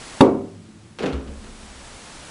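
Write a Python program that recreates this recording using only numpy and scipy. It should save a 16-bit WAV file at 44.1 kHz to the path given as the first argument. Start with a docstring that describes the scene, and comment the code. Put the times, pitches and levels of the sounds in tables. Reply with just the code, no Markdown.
"""A pool shot in a small, bare room: the cue thumps against ball and table, and a hard clack follows.
The ball rolls over the cloth, rattles into a pocket, drops with a boom and rumbles away inside the table.
The blows set the wooden table ringing, and the room echoes them. Behind it all is a soft hiss.
An automatic gain control turns everything down at the shot and lets it swell back a second later."""
import sys
import numpy as np
from scipy import signal
from scipy.fft import rfft, irfft
from scipy.io import wavfile
from scipy.ndimage import minimum_filter1d

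SR = 44100
rng = np.random.default_rng(int(sys.argv[2]) if len(sys.argv) > 2 else 0)


def master_out(mix):
    """Clip the mix to full scale and print it as 16-bit PCM to the path in sys.argv[1]."""
    frames = np.transpose(np.atleast_2d(mix))
    ceiling = np.clip(frames, -1, 1)
    pcm = np.round(ceiling * 32767).astype(np.int16)
    wavfile.write(sys.argv[1], SR, pcm)


N = 101430
TIME = np.arange(N) / SR

# Tone colours of noise. Each row: frequency in Hz, relative strength there in dB.
BACKGROUND_COLOUR = [(20, -6), (45, -10.5), (70, -10.5), (110, -9.5), (220, -10), (450, -11.5),
                     (1000, -12.5), (2500, -17), (5000, -19), (10000, -22.5)]   # room rumble and microphone hiss
CLICK_COLOUR = [(100, -8), (500, -2.5), (1400, 6), (1950, -1.5), (2700, 3), (4200, -4.5), (6500, -12),
                (10000, -20)]   # the ball hitting the pocket
KNOCK_COLOUR = [(30, -19), (75, -7.5), (200, -3), (430, 3), (700, -9), (1100, -16.5), (1600, -17.5),
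                (2500, -22), (4000, -46), (9000, -50)]   # the echo of a wooden knock
TIP_COLOUR = [(500, 0), (1300, 13), (1900, -3), (3000, -8.5), (6000, -7.5), (10000, -8.5)]   # the tick of the cue tip
THUMP_COLOUR = [(30, -24), (70, -15.5), (160, -8.5), (280, 3.5), (450, 0), (650, -7), (1050, -10.5),
                (1700, -29.5), (2700, -31.5), (4200, -37.5), (9000, -46.5)]   # the echo of the cue's thump
# The room's echo. Each row: frequency in Hz, fade time in seconds (the time to lose 60 dB).
ROOM_FADES = [(60, 0.64), (220, 0.59), (500, 0.44), (1000, 0.52), (2500, 0.33), (5000, 0.31), (10000, 0.29)]
# Low hums that rolling stirs up. Each row: pitch in Hz, width in Hz, relative level in dB.
CLOTH_HUMS = [(103, 19, 3), (171.5, 10.4, 2), (217.3, 4.7, -1.5), (272, 23, -7), (333, 20, -3.5)]
CHANNEL_HUMS = [(26.8, 2.6, 2.5), (68.7, 5.7, 1), (213.6, 26, -5.5), (263, 7.5, -11)]
# The ball hits the pocket's rim, its lining and the return channel inside the table.
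# Each row: start in seconds, relative click level in dB, relative knock level in dB.
POCKET_HITS = [(0.9872, -17, -17), (1.001, -24, -11.5), (1.0248, -18, -18.5), (1.034, -21.5, -1.5),
               (1.0593, -15.5, -20.5), (1.127, -20.5, -17.5), (1.275, -36, -30.5), (1.44, -38, -38)]
# Tones that ring after a blow. Each row: pitch in Hz, relative level in dB, fade time in seconds.
POCKET_TONES = [(151.2, -18, 0.83), (216, -10, 0.73), (267, -2, 0.48), (299, -17, 0.78), (371.6, 2, 0.25),
                (412, -8, 0.16), (488, -0.5, 0.33), (561, -9, 0.42), (702, -13, 0.41), (791, -12.5, 0.45)]   # pocket and cabinet
TABLE_TONES = [(98.8, -17, 1.7), (132, 0, 0.12), (155, -10, 0.51), (218, -7, .7), (259.4, 1.5, 0.47),
               (268.5, -7, .45), (307.2, -9, 0.45), (390.2, 2.5, 0.49), (455, -6.5, 0.47),
               (516, -8.5, 0.41), (549.4, -4.5, 0.42), (570, -15.5, 0.62), (723.4, -14, 0.56),
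               (855, 1.5, 0.095), (925, -3, 0.22), (1132, -10.5, 0.22)]   # table and room
CLACK_TONES = [(2260, -25.5, 0.45), (2775, -8.5, 0.018), (3530, -2.5, 0.0088), (3690, -1, 0.0093),
               (4140, -15.5, .01), (4630, -8, .01)]   # the hard clack
# The clack is a few very quick contacts. Each entry: relative level of one contact in dB.
CONTACT_LEVELS = [4, -5, -5.5, -3, -18.5, -21]


def from_db(db):
    """Turn decibels into a number to multiply a sound by."""
    return 10 ** (np.asarray(db) / 20)


def rms_one(x):
    """Scale a sound so its average strength (rms) is one."""
    return x / np.sqrt(np.mean(x ** 2) + 1e-20)


def at_hz(points, hz):
    """Read between a table's rows, giving each octave equal space."""
    row_hz, values = np.transpose(points)
    return np.interp(np.log(np.maximum(hz, 1)), np.log(row_hz), values)


def decay(fade_s):
    """A fade that loses 60 dB in fade_s seconds."""
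    return np.exp(-np.log(1000) * TIME / fade_s)


def rise(rise_s):
    """A fade-in, about two thirds up after rise_s seconds."""
    return 1 - np.exp(-TIME / rise_s)


def delayed(x, start_s):
    """The sound x, starting at start_s seconds."""
    return np.concatenate([np.zeros(int(max(start_s, 0) * SR)), x])[:N]


def tone(hz):
    """A pure, steady tone."""
    return np.sin(2 * np.pi * hz * TIME)


def noise(colour):
    """Steady noise with the given tone colour."""
    hz = np.arange(N // 2 + 1) * SR / N
    strength = from_db(at_hz(colour, hz)) * (hz > 15)
    phases = np.exp(2j * np.pi * rng.random(len(hz)))
    return rms_one(irfft(strength * phases, N))


def ring(tones, spread_db=0):
    """A struck object rings with fading tones; spread_db varies their levels by chance."""
    return sum(from_db(db + spread_db * rng.normal()) * tone(hz) * decay(fade_s)
               for hz, db, fade_s in tones)


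def background():
    """Room rumble, microphone hiss and a faint electronic whine."""
    return from_db(-37.5) * noise(BACKGROUND_COLOUR) + from_db(-56) * tone(7852)


def room_echo(colour):
    """The walls blur a blow into noise, and each octave dies away at its own rate."""
    spectrum = rfft(noise(colour))
    centres_hz = np.geomspace(40, 10240, 9)
    octave = np.log2(np.clip(np.arange(len(spectrum)) * SR / N, centres_hz[0], centres_hz[-1]))
    echo = 0
    for hz in centres_hz:
        share = np.maximum(1 - abs(octave - np.log2(hz)), 0)
        echo += irfft(spectrum * share, N) * decay(at_hz(ROOM_FADES, hz))
    return echo * rise(0.0019)


def rolling(hums, start_s, end_s, db, fade_db_per_s, edge_s=0.051):
    """Small bumps under the ball make the table hum, fading as the ball slows."""
    rumble = 0
    for hz, width_hz, hum_db in hums:
        bumps = rng.standard_normal(N)
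        damping = np.exp(-np.pi * width_hz / SR)
        feedback = [1, -2 * damping * np.cos(2 * np.pi * hz / SR), damping ** 2]
        hum = signal.lfilter([1, 0, -1], feedback, bumps)   # a filter that rings at hz
        rumble += from_db(hum_db) * rms_one(hum)
    muffled = signal.sosfilt(signal.butter(2, 600, fs=SR, output="sos"), rumble)
    on_off = np.clip(np.minimum(TIME - start_s, end_s - TIME) / edge_s + .5, 0, 1)
    return rms_one(muffled) * on_off * from_db(db - fade_db_per_s * (TIME - start_s))


def ball_drop(swell_s=0.03):
    """The ball lands at the bottom of the pocket: a deep thud swells and the table booms on."""
    age = TIME / swell_s
    swell = (age * np.exp(1 - age)) ** 2
    thud = from_db(-8) * swell * tone(hz=68.5)
    boom = from_db(-19) * rise(swell_s) * decay(1.26) * tone(hz=66)
    return thud + boom


def pocket_rattle():
    """Each hit makes a sharp click and a knock of the wooden cabinet, both with an echo."""
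    rattle = 0
    for start_s, click_db, knock_db in POCKET_HITS:
        direct = from_db(5.5) * noise(CLICK_COLOUR) * decay(0.0088)
        off_ceiling = from_db(0.5) * delayed(direct, 0.0056)
        click = direct + off_ceiling + from_db(-3) * room_echo(CLICK_COLOUR)
        wood = ring(POCKET_TONES, spread_db=3) * rise(0.0054)   # wood takes a moment to get moving
        knock = from_db(-3) * (wood + room_echo(KNOCK_COLOUR))
        rattle += delayed(from_db(click_db) * click + from_db(knock_db) * knock, start_s)
    return rattle


def cue_shot(thump_s=.2072, clack_s=.2103, contacts_per_s=921):
    """The table thumps and the cue tip ticks, then comes the hard, chattering clack."""
    # Under a soft tip, the table gives off mostly this range, in Hz.
    band = signal.butter(2, [130, 1450], "band", fs=SR, output="sos")
    wood = signal.sosfilt(band, ring(TABLE_TONES) * rise(0.00093))
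    thump = from_db(4.5) * wood + from_db(6.5) * room_echo(THUMP_COLOUR)
    tick = from_db(-3) * noise(TIP_COLOUR) * decay(0.072) * rise(0.0018)   # spread by nearby surfaces
    contact = from_db(-1.5) * ring(CLACK_TONES)
    clack = sum(from_db(db) * delayed(contact, clack_s + k / contacts_per_s)
                for k, db in enumerate(CONTACT_LEVELS))
    return delayed(thump + tick, thump_s) + clack


def scene():
    """The shot, the roll and the fall into the pocket, heard at one microphone."""
    cloth = rolling(CLOTH_HUMS, start_s=.3, end_s=.99, db=-28.5, fade_db_per_s=3)
    channel = rolling(CHANNEL_HUMS, start_s=1.23, end_s=N / SR, db=-24, fade_db_per_s=29)
    drop = delayed(ball_drop(), start_s=1.124)
    return (cue_shot() + cloth + pocket_rattle() + drop + channel + background())[None]


def gain_control(x, threshold_db=9, max_cut_db=15.5, attack_s=0.00065, hold_s=0.93, release_s=0.83):
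    """A loud peak pulls the volume down; it stays there a while, then creeps back."""
    over_db = 20 * np.log10(abs(x) + 1e-9) - threshold_db
    wanted_gain = from_db(-np.clip(6 * over_db, 0, max_cut_db))
    half_hold = int(hold_s * SR / 2)
    held_gain = minimum_filter1d(wanted_gain, 2 * half_hold + 1, origin=half_hold, mode="constant", cval=1)
    release = np.exp(-TIME / release_s)
    cut = np.maximum.accumulate((1 - held_gain) / release) * release   # each cut wears off slowly
    smoothing = np.exp(-1 / (attack_s * SR))
    smooth_cut = signal.lfilter([1 - smoothing], [1, -smoothing], cut)
    return x * (1 - smooth_cut)


def record(dry, cutoff_hz=10400):
    """Apply the gain control, flatten peaks that are still too loud and cut the highest treble."""
    clipped = np.clip(gain_control(dry[0]), -.97, .97)
    treble_cut = signal.ellip(8, .3, 70, cutoff_hz, fs=SR, output="sos")
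    return signal.sosfilt(treble_cut, clipped)[None]


dry = scene()
out = record(dry)
master_out(out)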